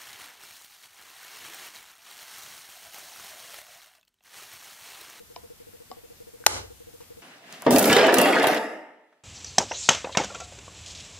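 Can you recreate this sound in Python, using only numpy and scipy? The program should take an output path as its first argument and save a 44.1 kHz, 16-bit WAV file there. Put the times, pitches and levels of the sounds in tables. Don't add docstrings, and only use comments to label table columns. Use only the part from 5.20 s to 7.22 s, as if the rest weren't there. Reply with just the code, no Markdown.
import sys
import numpy as np
from scipy import signal
from scipy.io import wavfile

SR = 44100
rng = np.random.default_rng(int(sys.argv[2]) if len(sys.argv) > 2 else 0)


def generate_wav(sig):
    pcm = np.round(np.clip(np.atleast_2d(sig).T, -1, 1) * 32767).astype(np.int16)
    wavfile.write(sys.argv[1], SR, pcm)


def voltage_ratio(level):
    return 10 ** (np.asarray(level, float) / 20)


N = 89082
SNAP_S = 1.266

# (frequency [Hz], level [dB], 60 dB decay [s], left-right [dB])
RING_TONES = [(2350, -9, .008, 1), (3030, -13, .012, 3), (3690, -14, .015, 4), (4080, -8, .008, 7),
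              (5120, -3, .007, 7), (6200, 1, .007, 6), (7300, -5, .006, 0), (8850, -8, .008, -6),
              (9520, -3, .006, -6), (10600, -6, .005, -2), (11800, -9, .006, 0), (13200, -9, .005, 1),
              (14200, -12, .005, 0)]


def at_hz(points, hz):
    table_hz, values = np.array(points)[:, 0], np.array(points)[:, 1]
    return np.interp(np.log(hz), np.log(table_hz), values)


def ring(clicks, hz, t60):
    r, w = voltage_ratio(-60 / (t60 * SR)), 2 * np.pi * hz / SR
    return signal.lfilter([0, np.sin(w)], [1, -2 * r * np.cos(w), r * r], clicks + 1e-18)


def clicks_at(s, size):
    out = np.zeros(N)
    samples = np.clip((np.asarray(s) * SR).astype(int), 0, N - 1)
    np.add.at(out, samples, size)
    return out


def soft(x, hz):
    r = np.exp(-2 * np.pi * hz / SR)
    return signal.lfilter([(1 - r) ** 2], [1, -2 * r, r * r], x)


def strike(s, db, modes, spread_db):
    luck = rng.standard_normal(size=(len(s), 14))
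    out = 0
    for k, (hz, level_db, t60, pan_db) in enumerate(modes):
        clicks = clicks_at(s, voltage_ratio(db + level_db + spread_db * luck[:, k]))
        sides = voltage_ratio(np.array([[pan_db], [-pan_db]]) / 2)
        out = out + ring(clicks, hz, t60) * (-1) ** k * sides
    return out


def bands(count):
    edges = 22 * 2 ** np.arange(0, 9.7, 1 / 3)
    white = rng.standard_normal((2, 2, count))
    for k, (low, high) in enumerate(zip(edges, edges[1:])):
        band = signal.butter(2, [low, high], "band", fs=SR, output="sos")
        yield np.sqrt(low * high), signal.sosfilt(band, white[k % 2])


def air():
    # (frequency [Hz], level [dB per Hz])
    shared_colour = [(25, -8), (50, -8), (85, 0), (160, -9), (450, -12), (900, -17), (2000, -18),
                     (15500, -19)]
    # (frequency [Hz], level [dB per Hz])
    side_colour = [(25, -12), (60, -4), (119, -1), (260, -12), (582, -15), (850, -13), (1900, -12),
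                   (15500, -15)]
    mid_db, side_db, patchy_db, left_db = -56, -57, 1.0, .8
    out = 0
    for hz, pair in bands(N + SR // 2):
        slow = np.interp(np.arange(N), np.linspace(0, N, num=24), rng.standard_normal(size=24))
        colour_db = np.array([[at_hz(shared_colour, hz)], [at_hz(side_colour, hz)]])
        out = out + pair[:, -N:] * voltage_ratio(colour_db + patchy_db * slow)
    mid, side = out / out.std(axis=1, keepdims=True) * voltage_ratio(np.array([[mid_db], [side_db]]))
    return np.array([mid + side, mid - side]) * voltage_ratio(np.array([[left_db], [-left_db]]))


def room(x):
    # (frequency [Hz], 60 dB decay [s])
    decay = [(100, .45), (500, .33), (1000, .3), (2000, .29), (6000, .28), (11000, .2), (15000, .12)]
    # (frequency [Hz], level [dB])
    colour = [(100, -8), (220, -3), (420, 7), (900, 4), (1600, 4), (3000, 1), (9000, 3), (15000, -9)]
    # (frequency [Hz], likeness [-1 to 1])
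    likeness = [(60, 0.49), (180, -0.21), (550, 0.36), (1650, -0.39), (4970, -0.58), (15000, -0.53)]
    level_db, onset_s = 1.5, .004
    t, tail = np.arange(SR) / SR, 0
    for hz, (mid, side) in bands(len(t)):
        alike = np.clip(at_hz(likeness, hz), -.95, .95)
        fade = voltage_ratio(at_hz(colour, hz) - 60 * t / at_hz(decay, hz))
        noise = np.sqrt(1 + alike) * mid + np.sqrt(1 - alike) * side * [[1], [-1]]
        tail = tail + fade * noise
    build_up = 1 - np.exp(-(t / onset_s) ** 2)
    tail = tail * build_up / np.sqrt(np.mean(np.sum(tail ** 2, axis=1)))
    return voltage_ratio(level_db) * signal.fftconvolve(x.mean(axis=0)[None], tail, axes=1)[:, :N]


def focus_motor():
    group_moves = [0, 2, 4, 6]
    # (frequency [Hz], 60 dB decay [s], left [dB], right [dB], right sign)
    housing = [(480, .02, -46, -46, -1), (500, .16, -66, -68, -1), (452, .12, -66, -72, 1)]
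    # (frequency [Hz], 60 dB decay [s], left [dB], right [dB])
    jerk_tones = [(335, .07, -46, -45), (240, .08, -56, -58), (1330, .02, -52, -54), (450, .04, -47, -66)]
    frame_s, first_move_s = 1001 / 30000, .1022
    step_hz, step_soft_hz, spread_db = 480, 1500, 1.0

    frames = (9 * np.arange(-1, 7)[:, None] + group_moves).ravel()[3:]
    starts = first_move_s + frame_s * frames
    direction = (-1.) ** (np.arange(len(starts)) + 1)
    push = direction * voltage_ratio(spread_db * rng.standard_normal(len(starts)))
    inside = starts < N / SR
    starts, push = starts[inside], push[inside]

    steps = np.arange(11) / step_hz
    step_clicks = clicks_at((starts[:, None] + steps).ravel(), np.repeat(push, len(steps)))
    run = soft(step_clicks, step_soft_hz)
    jerk = clicks_at(starts, push)
    out = 0
    for hz, t60, left_db, right_db, sign in housing:
        out = out + ring(run, hz, t60) * [[voltage_ratio(left_db)], [sign * voltage_ratio(right_db)]]
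    for hz, t60, left_db, right_db in jerk_tones:
        out = out + ring(jerk, hz, t60) * [[voltage_ratio(left_db)], [-voltage_ratio(right_db)]]
    return out


def rustle():
    # (time [s], level [dB])
    slide = [
        (1.79, -80),
        (1.81, -55),
        (1.87, -62),
        (1.95, -74),
        (2.02, -78),
    ]
    s, db = np.transpose(slide)
    grains = rng.standard_normal(N) * voltage_ratio(3.0 * rng.exponential(1, N))
    grains = signal.sosfilt(signal.butter(2, [900, 9000], "band", fs=SR, output="sos"), grains)
    return grains / grains.std() * voltage_ratio(np.interp(np.arange(N) / SR, s, db, left=-np.inf))


def ticks():
    # (time [s], slip level [dB], slip length [s], knock level [dB], knock delay [s])
    lever = [
        (.1602, -36, .0026, -39, .0028),
        (.7138, -42, .002, -37, .001),
        (1.2396, -54, .001, -38, .0002),
        (1.805, -58, .012, -54, .001),
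        (1.940, -58, .004, -64, .001),
    ]
    # (frequency [Hz], level [dB], 60 dB decay [s], left-right [dB])
    knock_tones = [
        [(680, 1, .04, 1), (1000, -1, .03, 1), (500, -8, .03, 1), (1830, -14, .02, 1)],
        [(237, -19, .15, 0), (740, -1, .045, 1), (1130, -1, .045, 1), (560, -8, .03, 0), (950, -14, .03, 0),
         (2100, -10, .015, 1)],
        [(1550, 0, .012, 1)],
        [(945, 0, .05, 0), (1570, -3, .03, 0)],
        [(1500, 0, .02, 0)],
    ]
    out = 0
    for (s, slip_db, length, knock_db, delay), tones in zip(lever, knock_tones):
        slip_times = s + length * (np.arange(6) + .6 * rng.random(size=6)) / 6
        slip = strike(slip_times, slip_db, RING_TONES[:5], spread_db=3.0)
        knock = strike([s + delay], knock_db + 5, tones, spread_db=1.5)
        out = out + slip + soft(knock, hz=3000)
    return out


def table_sway():
    # (frequency [Hz], level [dB], 60 dB decay [s], left-right [dB])
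    table_tones = [(63, -38, .9, 3), (88, -29, .5, 6), (105, -34, .6, -6)]
    return soft(strike([SNAP_S], 0, table_tones, spread_db=0), hz=200)


def snap():
    # (time [s], metal level [dB], body level [dB], softness limit [Hz])
    contacts = [
        (1.2631, -23, -40, 12000),
        (1.2636, -20, -30, 12000),
        (1.2641, -1, -3, 12000),
        (1.2650, -6, -10, 12000),
        (1.2656, -6, -12, 12000),
        (1.2665, -12, -16, 9000),
        (1.2675, -10, -14, 9000),
        (1.2690, -16, -8, 5000),
        (1.2698, -16, -14, 6000),
    ]
    # (frequency [Hz], level [dB], 60 dB decay [s], left-right [dB])
    cover_tones = [(200, -24, .03, -4), (330, -22, .03, -2), (440, -8, .04, 0), (640, -5, .02, 0),
                   (725, -5, .025, 0), (888, -6, .03, 0), (1100, -9, .015, 0), (1590, 6, .008, 0),
                   (1950, -3, .008, 0)]
    s, metal_db, body_db, soft_hz = np.transpose(contacts)
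    crack = 0
    for time, db, hz in zip(s, metal_db, soft_hz):
        crack = crack + soft(rng.standard_normal(size=(2, 1)) * clicks_at([time], voltage_ratio(db + 3)), hz)
    metal = strike(s, metal_db - 3, RING_TONES, spread_db=3.0)
    cover = strike(s, body_db - 5, cover_tones, spread_db=1.5)
    return signal.sosfilt(signal.butter(2, 330, "high", fs=SR, output="sos"), metal + cover + crack)


def scene():
    crack_to_room_db, ring_to_room_db, ticks_to_room_db = 17.0, -12.0, -17.0
    loud, faint = snap(), ticks() + rustle()
    left, right = loud + faint
    planner = np.array([left, np.roll(right, 3)])
    walls = voltage_ratio(ring_to_room_db) * loud + voltage_ratio(ticks_to_room_db) * faint
    walls = walls + clicks_at([SNAP_S], voltage_ratio(crack_to_room_db))
    return planner + room(walls) + table_sway() + focus_motor() + air()


def roll_off(x):
    return signal.sosfilt(signal.butter(12, 15630, fs=SR, output="sos"), x)


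def record(dry):
    duck_above_db, duck_share = -18, .8
    lag_s, attack_s, recover_db_per_s = .0055, .0015, 200
    level_db = 20 * np.log10(np.abs(dry).max(axis=0) + 1e-9)
    over = duck_share * np.maximum(level_db - duck_above_db, 0)
    ramp = recover_db_per_s * np.arange(N) / SR
    held = np.maximum.accumulate(over + ramp) - ramp
    held = np.roll(held, int(lag_s * SR))
    r = np.exp(-1 / (attack_s * SR))
    duck_db = signal.lfilter([1 - r], [1, -r], held)
    x = np.clip(dry * voltage_ratio(-duck_db), -1, 1)
    x = signal.sosfilt(signal.cheby2(12, 60, 16300, fs=SR, output="sos"), x)
    return roll_off(np.clip(x, -1, 1))


dry = scene()
out = record(dry)
generate_wav(out)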